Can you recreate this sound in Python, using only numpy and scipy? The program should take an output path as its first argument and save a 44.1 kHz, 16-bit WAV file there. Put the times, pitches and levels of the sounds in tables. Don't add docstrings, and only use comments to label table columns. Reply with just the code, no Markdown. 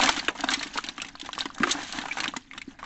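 import sys
import numpy as np
from scipy import signal
from scipy.fft import rfft, irfft
from scipy.io import wavfile
from scipy.ndimage import uniform_filter1d, map_coordinates

SR = 44100
rng = np.random.default_rng(int(sys.argv[2]) if len(sys.argv) > 2 else 0)


def materialize(psi):
    bounded = np.clip(np.atleast_2d(psi).T, -1, 1)
    quanta = np.round(bounded * 32767).astype(np.int16)
    wavfile.write(sys.argv[1], SR, quanta)


N = 125685
TOP_HZ = 7700


def undb(db):
    return 10 ** (np.asarray(db) / 20)


def unit(x):
    return x / np.sqrt(np.mean(x ** 2) + 1e-20)


def add(out, start_s, x):
    i = int(np.clip(start_s * SR, 0, N - 1))
    out[i:i + len(x)] += x[:N - i]


def eq(x, curve):
    size = 4096
    hz, db = np.array(curve, float).T
    f = np.maximum(np.arange(size // 2 + 1) * SR / size, 1)
    gain = undb(np.interp(np.log(f), np.log(hz), db))
    cepstrum = irfft(np.log(gain))
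    cepstrum[1:size // 2] *= 2
    cepstrum[size // 2 + 1:] = 0
    return signal.fftconvolve(x, irfft(np.exp(rfft(cepstrum))))[:len(x)]


def strike(t, rise_ms, decay_ms):
    ms = t * 1000
    env = (1 - np.exp(-(ms / rise_ms) ** 2)) * np.exp(-ms / decay_ms)
    return env / env.max()


def bubble(hz, cycles, rise_ms=.29, glide=.035):
    decay_s = max(cycles, 1) / hz
    t = np.arange(int(6 * decay_s * SR)) / SR
    phase = 2 * np.pi * hz * (t + glide * t ** 2 / (2 * decay_s))
    return strike(t, rise_ms, decay_s * 1000) * np.sin(phase)


def patter(per_s, spread_db):
    hits = rng.random(N) < per_s / SR
    polarity = np.sign(rng.standard_normal(N))
    return hits * polarity * undb(spread_db * np.minimum(rng.exponential(size=N), 3.5))


def wander(x, depth=.045, per_s=16):
    knots = rng.standard_normal(int(per_s * N / SR) + 2)
    speed = 1 + depth * np.interp(np.arange(N) * per_s / SR, np.arange(len(knots)), knots)
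    return map_coordinates(x, [np.cumsum(speed)], mode="mirror")


def walls(x, near_ms=.8, far_ms=6.5):
    lags_ms = near_ms + (far_ms - near_ms) * (np.arange(4) + rng.random(4)) / 4
    out = np.pad(x, (0, SR // 50))
    for ms in lags_ms:
        lag = int(ms * SR / 1000)
        out[lag:lag + len(x)] += .24 * x
    return out * np.linalg.norm(x) / np.linalg.norm(out)


# f/Hz, gain/dB
AIR_EQ = [(25, 9), (60, 1), (120, -4.5), (200, -9.5), (280, 8), (400, -32), (900, -43.5), (2000, -8.5),
          (4000, -36.5), (8000, -30.5)]

def air():
    return undb(-57) * unit(eq(rng.standard_normal(N), AIR_EQ))


# f/Hz, gain/dB
SPRAY_EQ = [(400, -27), (900, 1), (1600, 3), (2400, 3.5), (3200, 6), (4100, 4.5), (5000, -8), (6300, 2),
            (7600, -4)]
SLOSH_EQ = [(60, -11.5), (150, -27.5), (220, -6.5), (285, 9), (400, -12), (600, -6), (830, 2.5), (1200, -7),
            (1700, 1.5), (3000, -36), (8000, -38)]
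HANDLING_EQ = [(25, -1.5), (70, -5.5), (110, -5.5), (170, -4), (260, 0), (380, -13), (480, -13),
               (700, -30.5), (3000, -50)]
# t/s, spray level/dB, slosh level/dB
CHURN_RIDES = [(0, -26, -26), (.095, -37.5, -30.5), (0.119, -32, -38.5), (0.201, -45.5, -38.5),
               (0.269, -45.5, -45), (0.337, -59, -61.5), (0.391, -47, -42.5), (.47, -49, -40.5),
               (.525, -32, -34), (0.571, -43.5, -48.5), (0.647, -44.5, -46.5), (.715, -55, -50.5),
               (0.772, -42.5, -46), (0.823, -51.5, -56), (0.881, -52, -44), (.94, -59, -59.5),
               (1.041, -51.5, -46), (1.11, -61.5, -55.5), (1.179, -61, -63), (1.261, -54, -44),
               (1.305, -59, -57.5), (1.41, -49, -43), (1.449, -52.5, -50), (1.525, -61, -53.5),
               (1.59, -58.5, -51), (1.649, -45, -38), (1.713, -29, -43), (1.75, -43.5, -38),
               (1.82, -41, -37.5), (1.866, -44, -49.5), (1.98, -39.5, -37.5), (2.07, -51, -46),
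               (2.14, -48, -48.5), (2.225, -45.5, -38), (2.305, -53, -47), (2.378, -59, -53),
               (2.439, -64.5, -68), (2.50, -68.5, -64.5), (2.573, -57.5, -48), (2.655, -68.5, -72),
               (2.715, -58.5, -50), (2.77, -76, -64.5), (2.85, -59, -51)]

def churn(bubbles_per_s=1200, low_hz=1050, high_hz=7400):
    t = np.arange(N) / SR
    times, spray_db, slosh_db = np.array(CHURN_RIDES).T
    spray = undb(np.interp(t, times, spray_db))
    slosh = undb(np.interp(t, times, slosh_db))
    handling = undb(-32.5) * slosh ** .46
    out = spray * unit(eq(patter(per_s=2600, spread_db=2), SPRAY_EQ))
    out += slosh * unit(wander(eq(patter(per_s=900, spread_db=5), SLOSH_EQ)))
    out += handling * unit(eq(rng.standard_normal(N), HANDLING_EQ))
    for when, pitch, strength, length in rng.random((int(bubbles_per_s * N / SR), 4)):
        hz = low_hz * (high_hz / low_hz) ** pitch
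        gain = spray[int(when * N)] * undb(-7 + 12 * strength)
        add(out, when * N / SR, gain * bubble(hz, cycles=2.7 * (.5 + length)))
    return out


def mesh_ticks(per_s=280, centre_hz=4000, spread_octaves=.85):
    out = np.zeros(N)
    times, spray_db, _ = np.array(CHURN_RIDES).T
    for when, pitch, chance, length in rng.random((int(per_s * N / SR), 4)):
        start = when * N / SR
        hz = centre_hz * 2 ** (spread_octaves * (2 * pitch - 1))
        accent_db = 5 - 4.5 * np.log(max(chance, .07))
        ride_db = min(np.interp(start, times, spray_db), -51)
        ping = bubble(hz, cycles=2.6 * (.5 + length))
        add(out, start, undb(accent_db + ride_db) * walls(ping))
    return out


# t/s, f/Hz, level/dB before trim, decay/cycles (played as 1 or more)
DROP_HITS = [(.001, 875, -7, 1.5), (.038, 935, -10.5, 1.5), (.080, 1086, -13, 2.5), (.0925, 840, -7.5, 2.5),
             (.2822, 2520, -8, 2.5), (.284, 1546, -7.5, 2.5), (.284, 473, -25, 5.5),
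             (.438, 1500, -17.5, 4.5), (.440, 834, -11.5, 1), (.4878, 3540, -10.5, 4.5),
             (.4882, 1560, -12, 5), (.537, 3150, -16.5, 7), (.758, 910, -26, 6.5), (.775, 2250, -16.5, 2.5),
             (.786, 1320, -12.5, 3.5), (1.001, 2410, -20, 2), (1.0035, 3000, -29, 5),
             (1.153, 1150, -26.5, 1), (1.155, 4000, -28.5, 5.5), (.595, 4060, -21, 12),
             (0.612, 1740, -24.5, 5), (0.196, 4060, -15, 5), (2.279, 3040, -15.5, 3),
             (1.214, 3270, -19, 2.5), (1.2903, 1005, -15.5, 1), (1.331, 3160, -13.5, 1.5),
             (1.3798, 1065, -13.5, 1.5), (1.4072, 3760, -10, 2.5), (1.419, 1500, -25, 6.5),
             (1.502, 1180, -21.5, 1.5), (1.582, 1280, -22, 1.5), (1.6341, 1440, -6, -1.5),
             (1.6383, 2030, -9.5, 2), (1.639, 1345, -10, 3), (1.811, 1804, -23.5, 4), (2.039, 864, -24, 0),
             (2.055, 760, -24.5, 2.5), (2.111, 2290, -20, 8), (2.114, 2264, -18.5, 6.5),
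             (2.123, 2470, -22, 6), (2.241, 2370, -13.5, 5), (2.338, 1060, -21, 2), (2.365, 1940, -21, 7.5),
             (2.512, 2120, -25, 4.5), (2.533, 2075, -28, 3), (2.616, 2150, -24.5, 5.5),
             (2.829, 1090, -21, 2)]

def drops(trim_db=-3, splat_db=-19):
    out, t = np.zeros(N), np.arange(SR // 50) / SR
    for start, hz, db, cycles in DROP_HITS:
        ring = bubble(hz, cycles, rise_ms=.41, glide=.07 * rng.random())
        flutter = unit(uniform_filter1d(rng.standard_normal(SR // 5), size=24))
        ring *= 1 + .22 * np.resize(flutter, len(ring))
        add(out, start, undb(db + trim_db) * walls(ring))
        hiss = unit(eq(rng.standard_normal(len(t)), SPRAY_EQ))
        splat = hiss * strike(t, rise_ms=.29, decay_ms=1.5)
        add(out, start, undb(db + trim_db + splat_db) * splat)
    return out


# f/Hz, gain/dB
SLAP_EQ = [(60, -15), (150, 15), (290, -15), (420, 7.5), (620, 5), (850, 2), (1500, 0.5), (2400, -1.5),
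           (4100, -0.5), (5000, -4.5), (7500, 0.5)]
# t/s, level/dB before trim, centre f/Hz, decay/ms
SLAP_HITS = [(0.012, -17.5, 2586, 7.6), (0.023, -18, 1490, 3.9), (0.034, -11.5, 4300, 4.9),
             (.038, -21, 1490, 4), (0.046, -21, 2980, 3.5), (0.0585, -14, 3570, 2.2),
             (0.07, -17.5, 3080, 6.6), (.086, -20, 3300, 5.9), (0.0906, -8.5, 3750, 3.7),
             (0.099, -23, 3470, 2.7), (0.121, -29, 3100, 3.1), (0.163, -25, 3560, 9.7),
             (.175, -25, 3300, 10.4), (0.189, -23.5, 3400, 7), (0.247, -31, 3400, 4.1),
             (0.2826, -15.5, 1745, 4.2), (0.289, -29.5, 1510, 9.5), (.298, -33.5, 520, 15),
             (.351, -31.5, 1170, 10.4), (0.387, -33, 2600, 5.6), (0.406, -21.5, 3570, 1.62),
             (0.436, -24, 1136, 5.9), (0.4865, -33, 2960, 1.8), (0.441, -22, 4150, 1.96),
             (0.503, -23.5, 4230, 13), (.515, -20.5, 2470, 7), (0.5362, -14, 3400, 5),
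             (0.549, -29, 2780, 4.3), (0.592, -31, 4350, 2.3), (0.609, -26.5, 1770, 3.5),
             (.628, -22, 2860, 7.3), (0.668, -32.5, 2850, 6.5), (0.738, -32, 4030, 7.1),
             (.755, -29, 1050, 7), (0.774, -20, 3480, 5.15), (.839, -25.5, 3000, 5.5),
             (0.864, -30.5, 3900, 2.3), (.887, -20, 3100, 2.43), (.894, -33, 2580, 3.4),
             (0.979, -27.5, 1910, 6.2), (1.017, -21, 3400, 3.4), (1.046, -29.5, 2940, 4),
             (1.065, -36.5, 4500, 3.4), (1.085, -33, 3640, 3.9), (1.197, -30.5, 3050, 2.4),
             (1.213, -29, 3790, 3.1), (1.247, -36.5, 3500, 3.5), (1.259, -30.5, 3320, 5.1),
             (1.33, -26.5, 2500, 3.5), (1.35, -32, 2840, 4), (1.387, -23.5, 3520, 3.6),
             (1.401, -29, 3020, 15), (1.455, -22.5, 1930, 4.2), (1.545, -36, 5100, 3.9),
             (1.583, -33, 4850, 1.6), (1.599, -28.5, 1500, 6.8), (1.618, -31, 1240, 8.8),
             (1.6315, -16, 2180, 5.7), (1.67, -21, 1246, 9.6), (1.71, -14, 5440, 10.1),
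             (1.724, -30, 5100, 2.6), (1.75, -31, 690, 14.5), (1.829, -32, 3700, 7.2),
             (1.924, -23.5, 3620, 2.8), (1.987, -20, 2510, 2.26), (2.013, -28.5, 2410, 6.7),
             (2.055, -24.5, 1264, 4), (2.083, -25.5, 1630, 3.5), (2.123, -33, 2700, 7),
             (2.17, -22.5, 2030, 5.4), (2.183, -23.5, 1940, 5.5), (2.202, -18, 2860, 4.7),
             (2.234, -22.5, 2300, 3), (2.241, -21, 2170, 3.6), (2.256, -20.5, 1870, 1.85),
             (2.278, -24.5, 3060, 4.9), (2.363, -25, 1990, 4.85), (2.366, -25, 4630, 3.25),
             (2.534, -34.5, 2360, 2.16), (2.577, -27, 2580, 2.2), (2.58, -27.5, 3300, 1.9),
             (2.616, -34.5, 2620, 5.6), (2.788, -38, 1410, 16.5), (2.839, -34.5, 1940, 13.7)]

def tail_slaps(trim_db=-3):
    out, t = np.zeros(N), np.arange(SR // 10) / SR
    for start, db, hz, decay_ms in SLAP_HITS:
        noise, grain = rng.standard_normal((2, len(t)))
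        env = strike(t, rise_ms=1.2, decay_ms=decay_ms)
        b, a = signal.iirpeak(min(hz, TOP_HZ), Q=1.18, fs=SR)
        clicks = unit(signal.lfilter(b, a, env * noise * np.exp(.52 * grain)))
        droplets = undb(.5) * unit(spatter(hz, decay_ms, len(t)))
        burst = unit(eq(clicks + droplets, SLAP_EQ))
        env_rms = np.sqrt(np.mean(env ** 2))
        add(out, start, undb(db + trim_db) * env_rms * walls(burst))
    return out


def spatter(hz, decay_ms, size, spread_octaves=.652):
    out = np.zeros(N)
    delays, offsets, strengths = rng.exponential(size=12), rng.standard_normal(12), rng.random(12)
    for delay, offset, strength in zip(delays, offsets, strengths):
        pitch = np.clip(hz * 2 ** (spread_octaves * offset), 900, TOP_HZ)
        add(out, delay * decay_ms / 1000, strength * np.exp(-delay / 2) * bubble(pitch, cycles=3.5))
    return out[:size]


# t/s, f/Hz, level/dB before trim
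GULP_HITS = [(0.064, 275, -35), (.175, 305, -31), (0.2818, 311, -23.5), (0.439, 281, -21.5),
             (0.52, 277, -26), (0.573, 278, -28.5), (0.658, 306, -30.5), (0.757, 273, -30.5),
             (0.841, 288, -37.5), (.885, 285, -36), (0.984, 280, -36), (1.058, 268, -36.5),
             (1.227, 300, -35.5), (1.455, 300, -27), (1.603, 252, -17), (1.621, 275, -21),
             (1.635, 350, -22), (1.655, 359, -27), (1.674, 290, -25.5), (1.693, 355, -28),
             (1.749, 298, -30.5), (1.984, 247, -28.5), (2.281, 278, -27.5), (2.367, 257, -30),
             (2.677, 276, -29)]

def gulps(trim_db=-1.5, decay_ms=7.4):
    out, t = np.zeros(N), np.arange(SR // 8) / SR
    env = strike(t, rise_ms=2.8, decay_ms=decay_ms)
    for start, hz, db in GULP_HITS:
        wobble = unit(uniform_filter1d(rng.standard_normal(len(t)), size=150))
        drift = 1 + .04 * rng.standard_normal() * np.tanh(t * 1000 / decay_ms - 1)
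        ring = (1 + .13 * wobble) * np.sin(2 * np.pi * np.cumsum(hz * drift) / SR)
        add(out, start, undb(db + trim_db) * env * ring)
    return out


def tub_reverb(x):
    t = np.arange(SR // 3) / SR
    response = np.zeros(len(t))
    response[0] = 1
    for t60_s, send_db in ((.05, -13), (.22, -33.5)):
        tail = rng.standard_normal(len(t)) * undb(-60 * t / t60_s) * (t > .002)
        response += undb(send_db) * tail / np.linalg.norm(tail)
    return signal.fftconvolve(x, response)[:N]


def scene():
    thrashing = churn() + tail_slaps() + drops() + mesh_ticks() + gulps()
    return (air() + tub_reverb(thrashing))[None]


def record(dry, ceiling=.62, cutoff_hz=7900):
    rounded = ceiling * np.tanh(dry / ceiling)
    lowpass = signal.firwin(161, cutoff_hz, window=("kaiser", 9), fs=SR)
    return signal.fftconvolve(rounded, lowpass[None], mode="same")


dry = scene()
out = record(dry)
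materialize(out)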